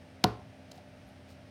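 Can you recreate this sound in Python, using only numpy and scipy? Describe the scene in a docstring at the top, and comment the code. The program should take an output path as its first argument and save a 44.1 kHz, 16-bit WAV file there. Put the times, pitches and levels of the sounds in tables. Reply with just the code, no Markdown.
"""A low, steady hum fills a small, quiet room. Then a hand slaps soft putty flat on a wooden table.
The putty crackles wetly, trapped air snaps out, the table top thumps and rings, and the room
answers briefly. Afterwards the hand knocks softly on the table, and the putty gives two sticky
ticks, soft rubs and a faint squeak as the palm leans on it."""
import sys
import numpy as np
from scipy import signal
from scipy.fft import rfft, irfft
from scipy.io import wavfile

SR = 44100
rng = np.random.default_rng(int(sys.argv[2]) if len(sys.argv) > 2 else 0)


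def output_pcm(signal):
    """Save a mono or channel-first signal as 16-bit PCM at the path in sys.argv[1].

    Samples are clipped to [-1, 1] before scaling.
    """
    pcm = np.clip(np.atleast_2d(signal).T, -1, 1) * 32767
    wavfile.write(sys.argv[1], SR, np.round(pcm).astype(np.int16))


N = 66150
T = np.arange(N) / SR
FREQS_HZ = np.fft.rfftfreq(N, 1 / SR)
SLAP_S = 0.2415   # when the putty lands


def from_db(db):
    """Turn decibels into a number to multiply by."""
    return 10 ** (np.asarray(db) / 20)


def rms_one(x):
    """Scale a sound so its average strength (rms) is 1."""
    return x / np.sqrt(np.mean(x ** 2) + 1e-20)


def noise(colour):
    """Noise of strength 1; the colour table says which pitches are stronger than others."""
    pitch_hz, level_db = np.array(colour).T
    curve_db = np.interp(np.log(np.maximum(FREQS_HZ, 1)), np.log(pitch_hz), level_db)
    return rms_one(irfft(rfft(rng.standard_normal(N)) * from_db(curve_db), N))


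def drift(rate_hz):
    """A random wobble of strength 1; a higher rate wobbles faster."""
    return rms_one(irfft(rfft(rng.standard_normal(N)) / (1 + (FREQS_HZ / rate_hz) ** 4), N))


def click(time_s):
    """One instant push."""
    x = np.zeros(N) + 1e-18
    x[int(time_s * SR)] = 1
    return x


def ring(force, modes):
    """A push sets off fading tones (modes); each takes its ring_s to fall by 60 dB."""
    out = 0
    for pitch_hz, level_db, ring_s in modes:
        decay = np.exp(-np.log(1000) / (ring_s * SR))
        angle = 2 * np.pi * pitch_hz / SR
        tone = signal.lfilter([0, np.sin(angle)], [1, -2 * decay * np.cos(angle), decay ** 2], force)
        out = out + from_db(level_db) * tone
    return out


def swells(rows):
    """Loudness rises and falls in a bell shape for each row."""
    return sum(from_db(level_db) * np.exp(-.5 * ((T - peak_s) / half_width_s) ** 2)
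               for peak_s, level_db, half_width_s in rows)


def filtered(x, kind, edge_hz, order):
    """Keep the low pitches, the high ones or a band; a higher order cuts more steeply."""
    return signal.sosfilt(signal.butter(order, edge_hz, kind, fs=SR, output="sos"), x)


# the tones of the hum: pitch_hz, level_db
HUM_TONES = [(86.1, -62), (150.7, -68.5), (199.2, -62.5), (262.5, -61.5), (495.3, -75.5), (593, -64.5)]
def hum():
    """An appliance hums, each tone wavering gently."""
    out = 0
    for pitch_hz, level_db in HUM_TONES:
        waver = 1 + 0.056 * (drift(rate_hz=15) + 1j * drift(rate_hz=15))   # in loudness and pitch
        tone = np.exp(2j * np.pi * (pitch_hz * T + rng.random()))
        out = out + from_db(level_db) * rms_one(np.real(waver * tone))
    return out


# the colour of the quiet room: pitch_hz, level_db
ROOM_TONE_COLOUR = [(25, -36), (45, -13), (65, -14.5), (90, 3), (115, -2.5), (140, -5.5), (200, -8),
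                    (270, -9), (330, -10), (450, -14), (640, -8.5), (780, -13), (1020, -23), (1600, -19),
                    (2400, -21), (4000, -28.5), (5500, -30.5), (7500, -41.5), (8800, -35.5), (11000, -45),
                    (15500, -49.5), (16500, -50)]
def room_tone():
    """A faint, low rush of air that never stops."""
    return from_db(-55) * noise(ROOM_TONE_COLOUR)


# the colour of the wet crackle: pitch_hz, level_db
CRACKLE_COLOUR = [(300, 9.5), (1500, 5.5), (2500, 3), (4500, 1.5), (6000, -2), (7800, -14), (10000, -9),
                  (16000, -30)]
# air pockets bursting: peak_s, level_db, half_width_s
AIR_POCKETS = [(.2385, -49, 0.00094), (.2475, -33, 0.00062)]
def squish():
    """The putty lands edge first and spreads with a brief wet crackle."""
    lead_s, rise_s, fall_s = 0.0033, 0.0015, 0.0028
    age_s = T - SLAP_S
    loudness = np.exp(-np.abs(age_s) / np.where(age_s < 0, rise_s, fall_s)) * (age_s > -lead_s)
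    return (from_db(-23) * loudness + swells(AIR_POCKETS)) * noise(CRACKLE_COLOUR)


# the very short tones in the snap: pitch_hz, level_db, ring_s
SNAP_TONES = [(970, -31, 0.0054), (1940, -17.5, 0.0031), (3400, -14.5, 0.0013), (4260, -4.5, 0.0024),
              (5400, -8.5, 0.0016), (10400, -9, 0.00056), (13500, -20, 0.001)]
def snap():
    """Air trapped under the putty escapes in one sharp pulse."""
    pulse_s = 0.00021   # the pressure has all but gone by then
    pulse = np.exp(-np.arange(64) / (pulse_s * SR / 8))
    pressure = signal.lfilter(pulse / pulse.sum(), [1], click(SLAP_S))
    return from_db(-1) * ring(pressure, SNAP_TONES)


def puff():
    """Air squeezed from under the palm pops dully, just ahead of the thump."""
    pitch_hz, level_db, ring_s = 317, -6.5, 0.0047
    return -ring(click(SLAP_S + 0.001), [(pitch_hz, level_db, ring_s)])


# the tones of the wooden table top: pitch_hz, level_db, ring_s, linger_db
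WOOD_TONES = [(66, -39.5, 0.059, -33), (112.1, -31, 0.023, -28), (183.8, -14, 0.025, -40.5),
              (254.4, -22, 0.027, -41), (321, -16, 0.013, -42.5), (428, -20, 0.056, -37),
              (534, -28, 0.042, -45), (729, -14.5, 0.048, -36.5), (937, -15, 0.026, -64),
              (1055, -20, 0.017, -37.5), (1301, -30.5, 0.03, -60), (1505, -19, 0.01, -48.5),
              (1900, -35, 0.008, -57)]
def table_top(force, linger_s=0.36):
    """Most of each tone dies fast under the hand, but a little lingers."""
    out = 0
    for k, (pitch_hz, level_db, ring_s, linger_db) in enumerate(WOOD_TONES):
        tone = ring(force, [(pitch_hz, level_db, ring_s), (pitch_hz, linger_db, linger_s)])
        out = out + (-1) ** k * tone   # neighbouring tones swing in opposite directions
    return out


def thump():
    """The hand's cushioned weight follows the snap and sets the table top ringing."""
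    force = filtered(click(SLAP_S + 0.002496), "low", 3500, order=1)
    return from_db(-1) * table_top(force)


# the room's echo, band by band: pitch_hz, level_db, ring_s
ECHO_BANDS = [(60, -3.5, .35), (130, 5.5, 0.12), (314, 9, 0.21), (540, -3.5, 0.3), (770, -8, 0.5),
              (1470, -8.5, 0.28), (2070, -23.5, 0.42), (4600, -22, 0.32), (7900, -41, 0.31),
              (11000, -41.5, 0.33), (16000, -48, 0.21)]
def room_echo(delay_s=0.0055, build_s=0.0031):
    """The room's answer to a click: reflections build up fast, then each band fades at its own pace."""
    spectrum = rfft(noise([row[:2] for row in ECHO_BANDS]))
    age_s = np.maximum(T - delay_s, 0)
    centres = np.log([row[0] for row in ECHO_BANDS])
    out = 0
    for share, (_, _, ring_s) in zip(np.eye(len(ECHO_BANDS)), ECHO_BANDS):
        band = irfft(spectrum * np.interp(np.log(FREQS_HZ + 1), centres, share), N)
        out = out + band * np.exp(-np.log(1000) * age_s / ring_s)
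    return out * (1 - np.exp(-age_s / build_s))


# soft pushes of the hand on the table: start_s, level_db, pitch_hz, width_octaves
HAND_KNOCKS = [(0.457, -20, 117, 0.93), (.778, -28.5, 730, .3), (1.035, -19, 71.5, 1.0)]
def knocks():
    """Each soft touch mainly wakes the table's tones near its own pitch."""
    force = 0
    for start_s, level_db, pitch_hz, width_octaves in HAND_KNOCKS:
        spread = 2 ** (width_octaves / 2)
        push = filtered(click(start_s), "band", [pitch_hz / spread, pitch_hz * spread], order=2)
        force = force + from_db(level_db) * push
    return table_top(force)


# the sticky ticks: peak_s, level_db, half_width_s
STICKY_TICKS = [(.7178, -46.5, 0.0024), (.7768, -56, 0.00043)]
# their colour: pitch_hz, level_db
STICKY_COLOUR = [(1000, -1), (2400, -20), (3100, 2), (3550, -9), (4100, 3.5), (4700, -0.5), (5300, -3),
                 (6200, -5), (7200, -5.5), (8000, -11), (12000, -14.5), (16000, -27)]
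def ticks(room):
    """Skin sticks to putty and makes tiny grainy ticks, which echo in the room."""
    grain = rms_one(noise(STICKY_COLOUR) * from_db(drift(rate_hz=1400)))
    direct = swells(STICKY_TICKS) * grain
    echo = rms_one(signal.fftconvolve(direct, room)[:N])
    return direct + from_db(-3.5) * np.std(direct) * echo


# the rubs of the palm: peak_s, level_db, half_width_s
PALM_RUBS = [(.756, -62.5, 0.031), (1.05, -73, 0.07), (1.31, -61.5, 0.023)]
# their colour: pitch_hz, level_db
PALM_COLOUR = [(600, 16.5), (1500, 3), (4500, 11.5), (7500, 1), (10000, -3), (14000, -3), (16000, -6)]
def rubs():
    """The palm rubs and peels off the putty with a soft, grainy hiss."""
    grain = rms_one(noise(PALM_COLOUR) * from_db(-3 * drift(rate_hz=500)))
    return swells(PALM_RUBS) * grain


# the squeak: peak_s, level_db, half_width_s
SKIN_SQUEAK = [(1.087, -74, 0.0091)]
# its colour: pitch_hz, level_db
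SKIN_COLOUR = [(7500, -27), (10000, -5), (11200, 2), (12800, -11), (15000, -18)]
def squeak():
    """Skin on putty gives one faint, very high squeak."""
    return swells(SKIN_SQUEAK) * noise(SKIN_COLOUR)


def scene():
    """The slap, its echo and the small hand sounds over the hum, in one channel."""
    room = room_echo()
    slap = squish() + snap() + puff() + thump()
    echo = from_db(-26.5) * signal.fftconvolve(click(SLAP_S), room)[:N]
    # the microphone loses the deep bass of the blows
    blows = filtered(slap + echo + knocks(), "high", 66, order=3)
    return (blows + ticks(room) + rubs() + squeak() + hum() + room_tone())[None]


def record(dry):
    """Cut away the very highest treble."""
    cutoff_hz = 16500
    return signal.sosfilt(signal.ellip(10, .2, 70, cutoff_hz, fs=SR, output="sos"), dry)


dry = scene()
out = record(dry)
output_pcm(out)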